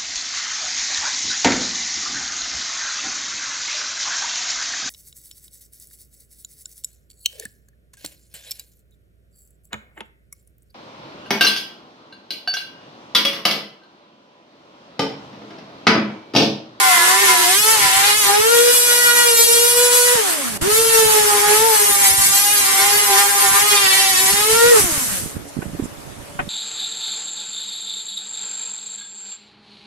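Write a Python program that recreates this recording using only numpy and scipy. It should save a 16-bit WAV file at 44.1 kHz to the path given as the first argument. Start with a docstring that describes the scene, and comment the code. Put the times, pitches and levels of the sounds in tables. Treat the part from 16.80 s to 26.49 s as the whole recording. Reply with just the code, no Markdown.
"""Router cutting a round groove

A handheld router cuts a board: shaft orders slow under load, the bit chatters, rasp and air hiss go with it.
It coasts down twice; after the first, a short gap, then the pitch sweeps up fast from about 200 Hz.
Under it lie a workshop wash of noise and the wavering hum of far machines. A breeze of low noise and short
puffs buffets mainly the right port; late on come treble swishes and wood knocks (board modes, thud, noise burst).
"""
import sys
import numpy as np
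from scipy import signal
from scipy.fft import rfft, irfft, next_fast_len
from scipy.io import wavfile
from scipy.ndimage import uniform_filter1d, map_coordinates

SR = 44100
rng = np.random.default_rng(int(sys.argv[2]) if len(sys.argv) > 2 else 0)


def dump_mix(stems):
    """Bounce the given channels to the path in sys.argv[1] as a 16-bit WAV at rate SR."""
    frames = np.atleast_2d(stems).T  # one column per channel
    limited = np.clip(frames, -1, 1)  # hard clip at full scale
    pcm = np.round(limited * 32767).astype(np.int16)
    wavfile.write(sys.argv[1], SR, pcm)


N = 427329

SWITCH_OFF = (3.35, 7.92)  # s
GAP = (3.775, 3.813)  # s, short gap in the router's sound


def amp(db):
    """Gain of a level in dB."""
    return 10 ** (np.asarray(db) / 20)


def unit(x):
    """x at rms 1 along its last axis."""
    return x / np.sqrt(np.mean(x ** 2, axis=-1, keepdims=True) + 1e-20)


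def along(points, hz):
    """(f/Hz, value) points read on a log frequency axis."""
    f, v = np.transpose(points)
    return np.interp(np.log(hz + 1), np.log(f + 1), v)


def curves(rows):
    """One value per sample for each column after t/s."""
    s, *cols = np.transpose(rows)
    return [np.interp(np.arange(N) / SR, s, c) for c in cols]


def wobble(rate):
    """Two smooth random curves, one per port, rate knots/s, repeating after 500 knots."""
    knots = rng.standard_normal((2, 500))
    knot_at = np.arange(N // 64 + 1) * 64 * rate / SR
    coarse = [map_coordinates(k, [knot_at], mode="wrap") for k in knots]
    return np.array([np.interp(np.arange(N) / 64, np.arange(len(c)), c) for c in coarse])


def noise(spectrum, patchy_db):
    """Coloured noise of rms 1, independent at the ports, with time-frequency patches of random gain."""
    hz, _, z = signal.stft(rng.standard_normal((2, N)), SR, nperseg=512)
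    field = uniform_filter1d(rng.standard_normal(z.shape[1:]), size=6, axis=0)
    field = uniform_filter1d(field, size=10, axis=1)
    colour_db = np.where(hz < spectrum[0][0], -120, along(spectrum, hz))[:, None]
    z = z * amp(colour_db + patchy_db * field / field.std())
    return unit(signal.istft(z, SR, nperseg=512)[1][:, :N])


def tone(phase, scattered, rate):
    """Sine of rms about 1: a direct part plus a share of scattered paths fading separately at each port."""
    # quarter cycle between the ports
    start = phase + rng.uniform(0, 2 * np.pi) + np.array([[0], [np.pi / 2]])
    share = np.clip(scattered, 0, 1)
    direct = np.sqrt(2 - 2 * share) * np.sin(start + .35 * wobble(3))
    paths = wobble(rate) * np.sin(start) + wobble(rate) * np.cos(start)
    return direct + np.sqrt(share) * paths


def shaft():
    """Shaft speed in Hz: loaded under power, decaying exponentially when off, sweeping up fast after the gap."""
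    # shaft under power, slowed by the cut: t/s, speed/Hz
    powered_speed = [(0.0, 396.5), (0.19, 347), (0.31, 371), (0.42, 400), (0.57, 357.7), (0.68, 355),
                     (0.82, 422.2), (0.93, 450.4), (1.04, 391.3), (1.11, 377), (1.39, 427.7), (1.45, 399),
                     (1.56, 409), (1.71, 468.4), (1.92, 484), (2.43, 479.3), (2.58, 464), (2.68, 465.7),
                     (3.03, 487), (3.34, 489.6), (4.08, 460), (4.56, 407.5), (4.73, 421), (4.87, 456.6),
                     (4.98, 416), (5.26, 394), (5.48, 391.3), (5.75, 413.7), (5.86, 391), (5.99, 391.8),
                     (6.17, 415.3), (6.34, 397), (6.53, 403.6), (6.72, 390.2), (6.89, 418.2), (7.09, 381),
                     (7.24, 390), (7.36, 372.7), (7.47, 383), (7.78, 461), (7.9, 483)]
    coast_s, sweep_s, sweep_from_hz = .46, .075, 200.4  # time constants; speed at the start of the gap's sweep
    t = np.arange(N) / SR
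    speed_hz, = curves(powered_speed)
    since_s = np.maximum(t - GAP[0], 0)
    lag_hz = (speed_hz - sweep_from_hz) * np.exp(-since_s / sweep_s)
    speed_hz = speed_hz - (t > GAP[0]) * lag_hz
    for off, on in zip(SWITCH_OFF, (GAP[0], N)):
        coast_hz = np.interp(off, t, speed_hz) * np.exp(-np.maximum(t - off, 0) / coast_s)
        speed_hz = np.where((t > off) & (t <= on), coast_hz, speed_hz)
    return speed_hz


def router():
    """Shaft orders, chatter tones chopped by the flutes, rasp and air pulsed once a turn, mid-treble air hiss."""
    # tool led round the circle: t/s, unbalance/dB, two-flute beat/dB, housing buzz/dB, whine/dB, snarl/dB,
    # depth of cut/dB
    groove = [(0, -36.5, -17, -21, -19.5, 1, 1), (.25, -31, -25, -19.5, -20, 2, 2),
              (.6, -22.5, -22, -28, -22, 9, 1), (.73, -28, -27.5, -27, -21.5, 7, -5.5),
              (.78, -32, -38, -22, -11, 2, -5.5), (.95, -33.5, -25, -18.5, -16.5, 2.5, 4),
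              (1.0, -31, -27, -37, -24.5, 12, 3), (1.15, -41, -18.5, -23, -24.5, 15, -1),
              (1.3, -32, -21, -19, -23, 15.5, 1), (1.38, -32.5, -34, -25, -14, 3.5, -6),
              (1.46, -31, -33, -28, -14, 1.5, -4.5), (1.5, -19.5, -13, -18, -16.5, 6.5, 1),
              (1.67, -19, -26, -13, -19, 6, 2), (1.905, -22.5, -33, -24.5, -17.5, 3, -20),
              (1.94, -34, -30, -30, -12.5, -0.5, -18), (2.3, -33, -26, -10.5, -16.5, 6, -2),
              (2.65, -25, -31.5, -26, -10.5, -0.5, -21), (3.3, -31, -23, -22, -14, -1.5, -23),
              (4.1, -22.5, -27, -22, -14.5, 0.5, -2), (4.87, -23, -15.5, -21.5, -16.5, -1, 3),
              (5.1, -31.5, -23, -26, -12.5, -4.5, -4.5), (5.6, -45, -28, -26.5, -13, -1, -10.5),
              (6.1, -28.5, -22, -23, -16.5, 4.5, 0), (6.7, -31.5, -19.5, -20, -12.5, -3, -1.5),
              (6.85, -27.5, -25.5, -18, -15.5, 4.5, 3), (7.06, -31.5, -24.5, -22.5, -18, 12.5, -7),
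              (7.44, -32.5, -29.5, -31, -15, 1.5, -7.5), (7.86, -18, -23, -12.5, -19.5, 4, 4)]
    # side tones of the chatter: shaft turns added, level/dB
    side_tones = [(0, 0), (1, -5), (2, -2), (3, -2), (4, -13)]
    # upper shaft orders: f/Hz, level/dB
    whine_colour = [(6000, -2.5), (16000, 3.5)]
    # rasp spectrum: f/Hz, density/(dB per Hz)
    rasp_colour = [(120, -33), (450, -7), (620, -13.5), (900, -4), (1800, -2), (3000, -9), (6000, -29)]
    # cooling air spectrum: f/Hz, density/(dB per Hz)
    air_colour = [(3000, -25), (6000, -4), (8000, 0), (11500, -0.5)]
    # mid-treble air hiss spectrum: f/Hz, density/(dB per Hz)
    mid_air_colour = [(1500, -9), (3000, 0.5), (5000, -1), (7500, -7), (12000, -36)]
    full_hz = 484.8  # free-running speed
    silent_s = 8.58
    patchy_db = 1.5
    unbalance_db_per_hz = .1
    ring_hz, ring_wide_hz, ring_db = 454, 59.7, 12  # housing resonance passed while coasting
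    last_unbalance_db, mid_air_last_db = 12, 3  # drops in the last coast
    coast_power = 1.98  # orders fade with this power of speed while coasting
    coast_beat_db, coast_rasp_db, coast_rasp_power = -3, 6, 1.6
    rasp_base_db, rasp_load_db = -28, 3  # running free; change at full load
    chatter_base_db, chatter_under_hz, chatter_db_per_hz = -24, 395.7, .5
    overtone_db = -4.5  # chatter octave
    air_base_db, air_load_db, fan_power = -15, -1, 0.52  # at full speed; change at full load; growth with speed
    fan_coast_db, fan_coast_power = (2, 3), (1.25, .6)  # step and extra speed power, per coast
    air_yields = .45  # dB/dB, smooth running turns hiss into whine
    mid_air_base_db, mid_air_yield = -24.5, 1.05  # yield in dB/dB: less hiss when whine and snarl are strong
    snarl_under_hz, flutter_hz = 5600, 45  # snarl lifts orders below; rate at which upper orders break up
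    last_fade_s, last_fade_db = 0.2, -11

    speed_hz = shaft()
    unbalance_db, flute_db, buzz_db, whine_db, snarl_db, depth_db = curves(groove)
    t = np.arange(N) / SR
    sounding = (t < silent_s) & ((t < GAP[0]) | (t > GAP[1]))
    load = np.clip((full_hz - speed_hz) / 90, 0, 1)
    # orders and whine return to full level about 0.09 s after the gap
    coasting = ((t > SWITCH_OFF[0]) & (t < GAP[1] + .09)) | (t > SWITCH_OFF[1])
    power = uniform_filter1d(1. - coasting, size=2500)
    unpowered = 1 - power
    slow_db = 20 * np.log10(speed_hz / full_hz)
    cut = load * power
    second = (t > np.mean(SWITCH_OFF)) * 1

    ring = ring_db / (1 + ((speed_hz - ring_hz) / ring_wide_hz) ** 2)
    last_drop_db = last_unbalance_db * second * load
    unbalance_db = unbalance_db + unbalance_db_per_hz * power * (speed_hz - chatter_under_hz)
    unbalance_db = unbalance_db + unpowered * (5 - last_drop_db + ring)
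    flute_db = flute_db + coast_beat_db * unpowered
    buzz_db = buzz_db + (coast_beat_db - .5 * last_drop_db) * unpowered
    rasp_db = rasp_base_db + (rasp_load_db + depth_db) * cut
    rasp_db = rasp_db + (coast_rasp_db + coast_rasp_power * slow_db) * unpowered
    # chatter weakens above the threshold speed
    chatter_db = chatter_base_db + depth_db - chatter_db_per_hz * np.maximum(speed_hz - chatter_under_hz, 0)
    fan_db = np.take(fan_coast_db, second) + np.take(fan_coast_power, second) * slow_db
    air_db = air_base_db + air_load_db * cut + fan_power * slow_db + fan_db * unpowered
    air_db = air_db - air_yields * power * (whine_db - whine_db.mean())
    clean_db = whine_db + .5 * snarl_db
    mid_air_db = mid_air_base_db + air_db - air_base_db
    mid_air_db = mid_air_db - mid_air_yield * power * (clean_db - clean_db.mean())
    mid_air_db = mid_air_db - mid_air_last_db * second * unpowered

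    rough = np.maximum(load, unpowered)
    low = amp(coast_power * slow_db * unpowered)
    # flutes bite unevenly: speed jitter
    jitter = (.0015 + .003 * rough) * wobble(30)[0] + .0055 * cut * wobble(120)[0]
    turn = 2 * np.pi * np.cumsum(speed_hz * (1 + jitter)) / SR
    first_scatter = 0.1 + 0.46 * cut + (0.26 + second) * unpowered
    out = low * amp(unbalance_db) * tone(turn, first_scatter, rate=30)
    out += low * amp(flute_db) * tone(2 * turn, 0.14 + 0.54 * rough, rate=20)
    buzz = sum(0.55 * (3 / k) * tone(k * turn, 0.46 + 0.76 * rough, rate=26) for k in (3, 4))
    out += low * amp(buzz_db) * buzz

    # the bit bends at its own pitch; the turning flutes chop it into side tones
    bend_hz = 1020 + .8 * (np.clip(speed_hz, 340, 430) - 395) + 12 * wobble(8)[0]
    bend = 2 * np.pi * np.cumsum(bend_hz) / SR
    chatter = sum(amp(db) * tone(bend + k * turn, 0.7, rate=28) for k, db in side_tones)
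    out += power * amp(chatter_db) * chatter
    out += power * amp(chatter_db + overtone_db) * tone(2 * bend, 0.5, rate=16)

    # uneven commutator and fan blades feed the higher orders; chatter phase-modulates them
    shake = np.clip(amp(chatter_db + 21.5), 0, 1.6) * np.sin(bend)
    upper = np.zeros((2, N))
    for k in range(5, 38):
        order_hz = k * speed_hz
        order_db = along(whine_colour, order_hz) + snarl_db / (1 + (order_hz / snarl_under_hz) ** 6)
        upper += amp(order_db) * tone(k * turn + shake, 0.36 + 0.99 * rough, rate=flutter_hz)
    out += power * amp(whine_db - 14.0) * upper  # silent without current

    out += amp(rasp_db) * (1 + 0.2 * np.cos(turn)) * noise(rasp_colour, patchy_db)
    out += amp(air_db + wobble(12)[0]) * (1 + 0.13 * np.cos(turn)) * noise(air_colour, patchy_db)
    out += amp(mid_air_db) * noise(mid_air_colour, patchy_db)
    fade_db = last_fade_db * np.clip(1 - (silent_s - t) / last_fade_s, 0, 1)
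    waver_db = 1.23 * wobble(18)[0]  # the whole router wavers in level, alike at both ports
    return out * amp(fade_db + waver_db) * uniform_filter1d(sounding * 1., size=250)


def shop():
    """Workshop noise wash and far machines' hum: fixed-pitch tones with fully scattered, wavering paths."""
    # far machines: f/Hz, level/dB
    machines = [(284, -50), (577, -49), (673, -54)]
    # wash spectrum: f/Hz, density/(dB per Hz)
    wash_colour = [(60, -12), (300, -8), (600, -6.5), (5000, -19.5), (9000, -18.5), (16000, -20)]
    t = np.arange(N) / SR
    hum = sum(amp(db) * tone(2 * np.pi * hz * t, 1.0, rate=5.5) for hz, db in machines)
    return hum + amp(-38.5) * noise(wash_colour, patchy_db=1.9)


def breeze():
    """Lumpy low noise plus Gaussian puffs of a cycle or two, far stronger on the exposed right port."""
    # right-port buffeting: t/s, level/dB
    buffet_level = [(0, -65), (1.1, -36.5), (1.9, -50), (3.5, -51), (3.85, -30), (4.5, -38), (5.7, -41),
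                    (7.3, -39), (7.75, -33), (8.3, -32), (8.66, -35), (8.85, -28.5), (9.05, -38.5),
                    (9.4, -37)]
    # right-port puffs: t/s, peak/dB
    gusts = [(3.356, -17.5), (3.824, -12), (3.876, -15), (3.925, -22), (8.125, -16), (8.18, -16),
             (8.46, -15.5), (8.569, -10), (8.77, -13), (8.857, -18), (8.999, -10), (9.026, -12),
             (9.678, -18)]
    # buffet spectrum: f/Hz, density/(dB per Hz)
    buffet_colour = [(20, -7), (60, 3.5), (130, -0.5), (260, -3), (500, -13), (1200, -100)]
    flurry_from_s, flurry_to_s, flurry_db = 8.74, 9.06, -17  # small puffs at random times
    level_db, = curves(buffet_level)
    lumps_db = np.minimum(1.6 * wobble(6) + 5 * wobble(40), 6)
    out = amp(level_db + lumps_db) * noise(buffet_colour, patchy_db=3.5)
    t = np.arange(-600, 600) / SR
    flurry = [(s, flurry_db) for s in rng.uniform(flurry_from_s, flurry_to_s, size=12)]
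    for s, db in list(gusts) + flurry:
        puff_hz = rng.uniform(143, 308.0)
        wander = uniform_filter1d(np.cumsum(rng.normal(0, 0.084, len(t))), size=40)
        puff = np.exp(-(t / 0.0029) ** 2) * np.cos(2 * np.pi * puff_hz * t + wander)
        part = out[:, round(s * SR) - len(t) // 2:][:, :len(t)]
        part += (amp(db) * puff * [[.5], [1]])[:, :part.shape[1]]
    return out * amp([[-11.5], [0]])


def swishes():
    """Short soft puffs of treble hiss: noise under Gaussian envelopes."""
    # swishes: t/s, level/dB
    swish_times = [(8.69, -39), (9.05, -34.5)]
    # hiss spectrum: f/Hz, density/(dB per Hz)
    swish_colour = [(4500, -9), (8000, 5), (12000, -6)]
    swish_s = 0.014
    t = np.arange(N) / SR
    envelope = sum(amp(db) * np.exp(-((t - s) / swish_s) ** 2) for s, db in swish_times)
    return envelope * noise(swish_colour, patchy_db=-5)


def knocks():
    """Wood meets wood: decaying board modes, a low thud, and a noise crack with a short bench and wall answer."""
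    # knocks: t/s, relative level/dB, relative thud level/dB
    hits = [(8.821, -25.5, -7), (8.991, -34, 14), (9.593, -11.5, -14)]
    # board modes: f/Hz, relative level/dB, t60/s
    board_modes = [(743, 4.5, 0.057), (1120, 6, 0.029), (1510, 15, 0.026), (2500, -11, .06)]
    out, t = np.zeros((2, N + SR)), np.arange(SR // 5) / SR
    for s, db, thud_db in hits:
        ring = np.zeros((2, len(t)))
        for hz, level_db, t60_s in board_modes:
            decay = amp(level_db + rng.normal(0, 1.3, (2, 1)) - 60 * t / t60_s)
            ring += decay * np.sin(2 * np.pi * hz * t + rng.uniform(0, 2 * np.pi, (2, 1)))
        thud = amp(thud_db + 6.0 - 60 * t / 0.084) * np.sin(2 * np.pi * 275 * t)
        scatter = signal.lfilter(*signal.butter(6, 2500 / SR * 2), rng.standard_normal((2, len(t))))
        tail = 3.5 * scatter * amp(-60 * t / 0.074)
        attack = (1 - np.exp(-t / 0.0045)) ** 3
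        out[:, round(s * SR) - 200:][:, :len(t)] += amp(db + 1) * attack * (ring + thud + tail)
    return out[:, :N]


def scene():
    """All sources as the two microphone ports meet them."""
    return router() + shop() + breeze() + swishes() + knocks()


def record(dry):
    """Soft-clips peaks, colours the ports' treble unlike; above the shelf left drops and right keeps nothing."""
    # treble of the left port over the right, below the shelf: f/Hz, difference/dB
    port_treble = [(5500, 0), (8800, -5), (10300, 0), (12100, 8)]
    shelf_hz, top_hz = 12150, 15770
    clipped = dry / (1 + np.abs(dry / .99) ** 8) ** (1 / 8)
    m = next_fast_len(N + 8192)
    hz = np.fft.rfftfreq(m, 1 / SR)
    shelf = amp(along([(12700, -12.0), (14300, -10.5), (15600, -18.0)], hz))
    below = amp(along(port_treble, hz) * [[.5], [-.5]])
    gain = np.where(hz < shelf_hz, below, shelf * [[1], [0]]) * (hz < top_hz)
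    return irfft(rfft(clipped, m) * gain, m)[:, :N]


dry = scene()
out = record(dry)
dump_mix(out)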